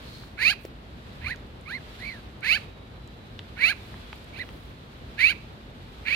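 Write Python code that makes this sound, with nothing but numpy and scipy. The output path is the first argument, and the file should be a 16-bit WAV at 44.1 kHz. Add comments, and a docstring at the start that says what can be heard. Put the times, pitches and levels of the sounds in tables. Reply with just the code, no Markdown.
"""A magpie on gravel in front of a bushy bank gives nine short rising calls: five squawks, four mews.
Its voice is a rough harmonic stack gliding through throat resonances; bank and leaves scatter it briefly.
Soft high hiss swells as a reverberant haze around the calls and as leaf rustle elsewhere.
Grit and twigs tick, and a thin whistle and a deep drone come from far off.
Two microphone ports pick it all up outdoors, over a low rumble that puffs up once at the microphone."""
import sys
import numpy as np
from scipy import signal
from scipy.fft import rfft, irfft, next_fast_len
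from scipy.io import wavfile
from scipy.ndimage import uniform_filter1d

SR = 44100
rng = np.random.default_rng(int(sys.argv[2]) if len(sys.argv) > 2 else 0)


def to_wav(s):
    """Save 16-bit WAV."""
    ch = np.atleast_2d(s).T  # columns
    pcm = np.round(np.clip(ch, -1, 1) * 32767)  # PCM
    wavfile.write(sys.argv[1], SR, pcm.astype(np.int16))


N = 271215
T = np.arange(N) / SR

# spectrum of the open air: frequency_hz, relative_density_db
AIR_SPECTRUM = [(32, -31), (55, -3.5), (117, -5.5), (183, -10.5), (232, -8.5), (274, -13.5), (518, -18),
                (1050, -25), (2130, -27), (3590, -26.5), (4040, -28), (5890, -42), (10600, -49),
                (13500, -46), (15500, -68)]
# lean of the air between the ports: frequency_hz, left_minus_right_db
AIR_BALANCE = [(60, -1.5), (110, 1), (200, -0.5), (380, 1.0), (700, 0.5), (1290, 2), (2380, -2.5),
               (4400, -3.0), (8120, 15.5), (15000, -1)]
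# stereo width of the air: frequency_hz, side_minus_mid_db
AIR_WIDTH = [(60, -13), (110, -18), (200, -13), (380, -7.5), (700, -1), (1290, 3.5), (2380, 0), (4400, 0),
             (8120, 1), (15000, -0.5)]
# swells of high hiss (haze around the calls, leaf rustle elsewhere): centre_s, half_length_s, rise_db
HISS_SWELLS = [(0.03, 0.24, 8), (1.178, 0.24, 5), (2.006, 0.28, 9), (2.596, 0.068, 10.5), (4.012, 0.65, 7),
               (5.248, 0.31, 5.5), (6.14, 0.32, 7)]
# soft scuffs and rustles: centre_s, half_length_s, level_db, centre_hz, width_hz
SCUFFS = [(0.143, 0.12, -50.5, 4200, 350), (0.148, 0.16, -63, 10000, 12000),
          (0.642, 0.039, -59, 13000, 5070), (3.872, 0.12, -66.5, 11000, 9000),
          (4.18, 0.06, -69, 7000, 9000), (4.574, 0.15, -66.5, 12100, 8000)]
# grit and twigs: start_s, peak_db, centre_hz, width_hz, decay_s
TICKS = [(.236, -33.5, 1000, 1000, 0.0017), (.65, -26.5, 382, 320, .002),
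         (0.652, -32.5, 2820, 4650, 0.0011), (1.36, -35, 3500, 6000, 0.00079),
         (1.612, -48, 9000, 4000, .001), (2.408, -46, 8000, 7000, .001), (3.076, -42, 6800, 7000, 0.00066),
         (3.391, -26, 3210, 1300, 0.0024), (3.393, -33, 1310, 1200, 0.0018),
         (3.941, -31.5, 1350, 1000, 0.0022), (4.129, -27.5, 1200, 1700, 0.0017),
         (4.158, -47, 13000, 5000, .001), (4.244, -47, 9000, 7000, .002), (4.49, -31, 1310, 1600, 0.0014)]
# the bird's throat and open beak: frequency_hz, gain_db
THROAT = [(500, -35), (1100, -25), (1650, -5), (1950, 0), (2380, 9), (2850, -0.5), (3350, -7.5),
          (4250, -3.5), (5200, -21), (7000, -22.5), (7900, -32.5), (9400, -24.5), (12800, -25),
          (15500, -25.5)]
# loud calls: start_s, rise_s, first_hz, climb_hz_per_s, level_db, attack_s, push_db_per_s, release_s,
# bright_db, rasp_db, tilt_db_per_octave, fourth_harmonic_db, gape (factor on the resonances)
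SQUAWKS = [(.367, 0.15, 320, 2953, -15.5, 0.056, 76, 0.043, -8, -13.5, -8, 9.5, 1.065),
           (2.414, 0.15, 320.9, 3032, -16.5, 0.041, 87, 0.052, -9.5, -13, -6.5, 8, 1.07),
           (3.562, .149, 340, 2953, -17, 0.095, 33, 0.04, -10.5, -10, -6, 8, 1.007),
           (5.171, 0.14, 392.5, 2568, -15, .036, 20, 0.037, -15, -16, 0, 10, 1.025),
           (6.043, .15, 333.2, 3090, -20.5, .036, 50, 0.041, -12.5, -6.5, 1, 4.5, 1.053)]
# the ports, from the bird's direction: frequency_hz, left_db, right_db, left_lead_rad
PORT_RESPONSE = [(700, 13.5, 8, 0.27), (1830, -3.5, 3.5, 0.53), (2260, -4, 6.5, 1.46), (3500, -13, 0, 2.4),
                 (4200, -8.5, 2.5, 4.8), (4820, -5.5, -5, 8.2), (5770, -0.5, -12.5, 1.3),
                 (8260, -6, -17, 10.7), (9000, -3, -2, 12.8), (12800, -11, -6, 18.4), (14700, -16, -35, 9)]
# soft calls: start_s, rise_s, fall_s, first_hz, top_hz, last_hz, pointedness, level_db, attack_s,
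# release_s, bright_db, jitter (share of pitch), rasp_db, odd_harmonics_db, tilt_db_per_octave, flip_hz
MEWS = [(1.203, .123, 0.025, 420, 983, 640, 8.2, -28.5, 0.075, 0.046, -12.5, 0.029, -4.5, -9, -16.5, 840),
        (1.647, 0.11, 0.037, 492, 1076, 735, 3.35, -33, 0.068, 0.047, -9, 0.021, -11.5, -3, -18.5, 427),
        (1.972, .098, .137, 738, 1161, 763, 2.1, -39, .03, 0.12, -7, 0.049, -7, -6, -19, 880),
        (4.32, .094, 0.031, 529, 1030, 650, 7, -32, 0.084, 0.033, -9.5, 0.026, -7.5, -5, -4, 820)]
# notes of the far whistle: start_s, length_s, pitch_hz, level_db
WHISTLE_NOTES = [(2.58, .32, 3840, -62), (2.92, .44, 3970, -65), (3.9, .3, 3400, -63)]

TOP_HZ = 15800


def undb(db):
    """Decibels to gain."""
    return 10 ** (np.asarray(db) / 20)


def unit(x):
    """Scale to rms 1."""
    return x / np.sqrt(np.mean(x ** 2) + 1e-20)


def at_hz(table, hz, column=1):
    """Read a column of a spectrum table on a log-frequency axis."""
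    table = np.array(table, float)
    return np.interp(np.log(np.maximum(hz, 1)), np.log(table[:, 0]), table[:, column])


def shape(x, gain):
    """Filter by a gain that is a function of frequency."""
    size = next_fast_len(x.shape[-1] + 2048)
    return irfft(rfft(x, size) * gain(np.fft.rfftfreq(size, 1 / SR)), size)[..., :x.shape[-1]]


def wander(size, hz):
    """Smooth random motion up to a given rate, rms 1."""
    return unit(shape(rng.standard_normal(size), lambda f: 1 / (1 + (f / hz) ** 4)))


def resonate(x, hz, width_hz):
    """One two-pole resonance."""
    return signal.lfilter(*signal.iirpeak(min(hz, .45 * SR), hz / width_hz, fs=SR), x)


def pan(ratio):
    """Left and right gains of a given ratio and unit mean power."""
    return np.array([ratio, np.ones_like(ratio)]) / np.sqrt((1 + ratio ** 2) / 2)


def add(out, start_s, sound):
    """Mix a sound in at its time."""
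    part = out[int(start_s * SR):][:len(sound)]
    part += sound[:len(part)]


def air(bed_db=-45, lull_db=-6):
    """Distant rumble, alike at both ports, under a soft high hiss that swells at set times."""
    noise = rng.standard_normal((2, N))
    mid, side = shape(noise, lambda f: undb(at_hz(AIR_SPECTRUM, f)) / (1 + (f / TOP_HZ) ** 40))
    side = shape(side, lambda f: undb(at_hz(AIR_WIDTH, f)))
    bed = np.array([mid + side, mid - side]) / np.std(mid) * undb(bed_db)
    bed = shape(bed, lambda f: pan(undb(at_hz(AIR_BALANCE, f))))
    hiss = shape(bed, lambda f: 1 - 1 / (1 + (f / 1300) ** 2))
    rumble = (bed - hiss) * undb(.5 + wander(N, hz=10.6))
    swell_db = sum(db * np.exp(-((T - centre_s) / half_s) ** 2) for centre_s, half_s, db in HISS_SWELLS)
    return rumble + hiss * undb(lull_db + swell_db + .5 * wander(N, hz=38))


def drone(hz=52, width_hz=12, level_db=-51):
    """A faint, deep drone from far away: a narrow band of noise."""
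    band = resonate(rng.standard_normal(N), hz, width_hz)
    return undb(level_db) * unit(resonate(band, hz, 4 * width_hz))


def scuffs():
    """Soft scuffs: dense grains of uneven size that swell and fade."""
    out = np.zeros((2, N))
    for centre_s, half_s, level_db, hz, width_hz in SCUFFS:
        span = np.abs(T - centre_s) < 2 * half_s
        grains = rng.standard_normal((2, span.sum())) * undb(3.5 * wander(span.sum(), hz=300))
        swell = np.exp(-((T[span] - centre_s) / half_s) ** 2)
        out[:, span] += undb(level_db) * unit(resonate(grains, hz, width_hz)) * swell
    return out


def ticks():
    """Grit and twigs: each tick is a tiny burst of contacts ringing one broad resonance."""
    out, t = np.zeros((2, N)), T[:2000]
    for start_s, peak_db, hz, width_hz, decay_s in TICKS:
        noise = rng.standard_normal((3, len(t)))
        ring = (noise[0] + .5 * noise[1:]) * np.exp(-t / decay_s)  # mostly shared by both ports
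        for _ in range(3):  # steep flanks
            ring = resonate(ring, hz, 1.37 * width_hz)
        start = int(start_s * SR)
        out[:, start:start + len(t)] += undb(peak_db) * ring / np.abs(ring).max()
    return out


def breath(t, attack_s, push_db_per_s, release_s, onset_db=20.5, release_db=19.5):
    """The bird's effort in dB: it swells in, keeps pushing and is cut off."""
    starting = np.clip(1 - t / attack_s, 0, 1)
    closing = np.clip((t - t[-1]) / release_s + 1, 0, 1)
    push_db = push_db_per_s * np.minimum(t - t[-1] + release_s, 0)
    return push_db - onset_db * starting ** 1.47 - release_db * closing ** 1.7


def call(t, glide_hz, effort_db, bright_db, rasp_db, tilt_db_per_octave,
         jitter, odd_db, flip_hz, fourth_db, flipped_fourth_db=0, gape=1):
    """The syrinx beats strong-weak, so even harmonics lead; it runs cleaner as the pitch rises."""
    pitch = uniform_filter1d(np.maximum(glide_hz, 200), size=130)
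    pitch = pitch * (1 + .011 * wander(len(t), hz=70.3))  # an unsteady voice
    slack = 600 / np.minimum(pitch, 800)
    phase = 2 * np.pi * np.cumsum(pitch * (1 + jitter * slack * wander(len(t), hz=313))) / SR
    k = np.arange(1, 41)[:, None]
    harmonic_hz = k * pitch
    # the beak is still opening on the low notes, which lowers the resonances
    opening = gape * np.minimum(pitch / 520, 1) ** .32
    # past flip_hz the voice flips to a thinner, cleaner register and stays on the second harmonic
    flip = np.maximum.accumulate(np.clip((pitch - flip_hz) / 110, 0, 1))
    source_db = odd_db * (k % 2) * np.where(k > 3, 2, 1) + 10 * flip * (k == 2)
    source_db += (fourth_db * (1 - flip) + flipped_fourth_db * flip) * (k == 4)
    slope_db = tilt_db_per_octave * np.log2(np.clip(harmonic_hz, 1300, 3200) / 2000)
    gains = undb(at_hz(THROAT, harmonic_hz / opening) + source_db + slope_db) * (harmonic_hz < TOP_HZ)
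    stack_rms = np.sqrt((gains ** 2).sum(0) / 2)
    # the throat spreads each pulse in time; upper harmonics flutter out of step into a hoarse band
    flutter = np.minimum((k / 7) ** 3, 1.6) * wander((len(k), len(t)), hz=150)
    tone = (gains * np.sin(k * phase + k ** 2 + flutter)).sum(0) / stack_rms
    tone *= 1 + .17 * slack * wander(len(t), hz=160)
    # air hisses through the membranes in uneven puffs and rings the same throat
    puffs = rng.standard_normal(len(t)) * (1 + .6 * np.cos(phase)) * undb(2 * wander(len(t), hz=200))
    rasp = shape(puffs, lambda f: undb(at_hz(THROAT, f) + .5 * np.log2(np.maximum(f, 1000) / 2400)))
    voice = tone + undb(rasp_db - 1.5 * flip) * slack ** 1.4 * unit(rasp)
    upper = shape(voice, lambda f: 1 - 1 / (1 + (f / 3600) ** 16))
    upper_rms = np.sqrt(uniform_filter1d(upper ** 2, size=1300) + 1e-9)
    # the call swells as a strong harmonic crosses the main resonance
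    body = (voice - upper) * (stack_rms / stack_rms.max()) ** .88 * undb(effort_db)
    treble = upper / upper_rms * undb(bright_db + 1.33 * effort_db)  # grows faster than the breath
    fade = np.clip(np.minimum((t - t[0]) / .014, (t[-1] - t) / .003), 0, 1)
    return (body + treble) * fade


def squawks(flick_hz=90, flick_s=.012, drop_hz=485, drop_s=.026):
    """The magpie's loud, raspy calls: the pitch climbs steadily, flicks up and drops."""
    out = np.zeros(N)
    for (start_s, rise_s, first_hz, climb_hz_per_s, level_db, attack_s, push_db_per_s, release_s,
         bright_db, rasp_db, tilt_db_per_octave, fourth_db, gape) in SQUAWKS:
        t = T[T < rise_s + drop_s]
        rising_s = np.minimum(t, rise_s)
        flick = flick_hz * np.exp((rising_s - rise_s) / flick_s)
        drop = drop_hz * ((t - rising_s) / drop_s) ** 1.5
        glide_hz = first_hz + climb_hz_per_s * rising_s + flick - drop
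        effort_db = breath(t, attack_s, push_db_per_s, release_s)
        squawk = call(t, glide_hz, effort_db, bright_db, rasp_db, tilt_db_per_octave,
                      jitter=.0192, odd_db=-1.5, flip_hz=734, fourth_db=fourth_db, gape=gape)
        add(out, start_s, undb(level_db) * squawk)
    return out


def scatter(x):
    """Quick echoes from ground and bank, then a faint tail from the bushes, different at each port."""
    t = T[:SR * 3 // 4]

    def echoes(db, decay_s):
        tail = rng.standard_normal((2, len(t))) * np.exp(-t / decay_s) * (t > .002)
        return undb(db) * tail / np.sqrt((tail ** 2).sum(1, keepdims=True))

    # stones throw back short waves best
    bank = shape(echoes(db=-13.5, decay_s=.009), lambda f: np.sqrt(1 + (f / 5000) ** 2))
    leaves = echoes(db=-21.5, decay_s=.065)
    return x + signal.fftconvolve(x[None], bank + leaves, axes=1)[:, :N]


def microphone_ports(x):
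    """Each port has its own colour, and the sound reaches the left one a little sooner."""
    def response(hz):
        left_db, right_db, lead_rad = (at_hz(PORT_RESPONSE, hz, column) for column in (1, 2, 3))
        return np.array([undb(left_db) * np.exp(1j * lead_rad), undb(right_db)])

    return shape(x, response)


def mews(push_db_per_s=20):
    """The same bird's soft calls: the pitch arches over a round top; a pointed arch has hollow flanks."""
    out = np.zeros(N)
    for (start_s, rise_s, fall_s, first_hz, top_hz, last_hz, pointedness, level_db, attack_s,
         release_s, bright_db, jitter, rasp_db, odd_db, tilt_db_per_octave, flip_hz) in MEWS:
        t = T[T < rise_s + fall_s]
        flank_s = np.where(t < rise_s, rise_s, fall_s)
        foot_hz = np.where(t < rise_s, first_hz, last_hz)
        arch = 1 - ((t - rise_s) / flank_s) ** 2
        arch /= 1 + pointedness * ((t - rise_s) / max(rise_s, fall_s)) ** 2
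        glide_hz = foot_hz + (top_hz - foot_hz) * arch
        effort_db = breath(t, attack_s, push_db_per_s, release_s)
        mew = call(t, glide_hz, effort_db, bright_db, rasp_db, tilt_db_per_octave,
                   jitter, odd_db, flip_hz, fourth_db=2, flipped_fourth_db=9.5)
        add(out, start_s, undb(level_db) * mew)
    return out


def buffet(centre_s=1.284, half_s=.063, hz=66, level_db=-37):
    """A short, soft puff of rumble right at the microphone."""
    band = resonate(rng.standard_normal(N), hz, width_hz=43)
    rumble = unit(resonate(band, hz, width_hz=42))
    return rumble * undb(level_db) * np.exp(-np.abs((T - centre_s) / half_s) ** 3)


def whistle(sag_hz_per_s=144, fade_s=.056):
    """Thin notes, far off to the right, that sag a little and waver in level."""
    out = np.zeros(N)
    for start_s, length_s, hz, level_db in WHISTLE_NOTES:
        t = T[T < length_s]
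        pitch = (hz - sag_hz_per_s * t) * (1 + .0048 * wander(len(t), hz=59.6))
        tone = np.sin(2 * np.pi * np.cumsum(pitch) / SR)
        fade = np.minimum(np.minimum(t, length_s - t) / fade_s, 1)
        add(out, start_s, tone * fade * undb(level_db + 2 * wander(len(t), hz=20)))
    return out * undb([[-3], [3]])


def scene():
    """The magpie before the bank and the sounds around it, heard from the microphone."""
    magpie = microphone_ports(scatter(squawks() + mews()))
    return magpie + ticks() + scuffs() + whistle() + air() + drone() + buffet()


def record(dry):
    """The recorder cuts the top with a steep low-pass."""
    return signal.sosfilt(signal.ellip(10, .2, 80, TOP_HZ, fs=SR, output="sos"), dry)


dry = scene()
out = record(dry)
to_wav(out)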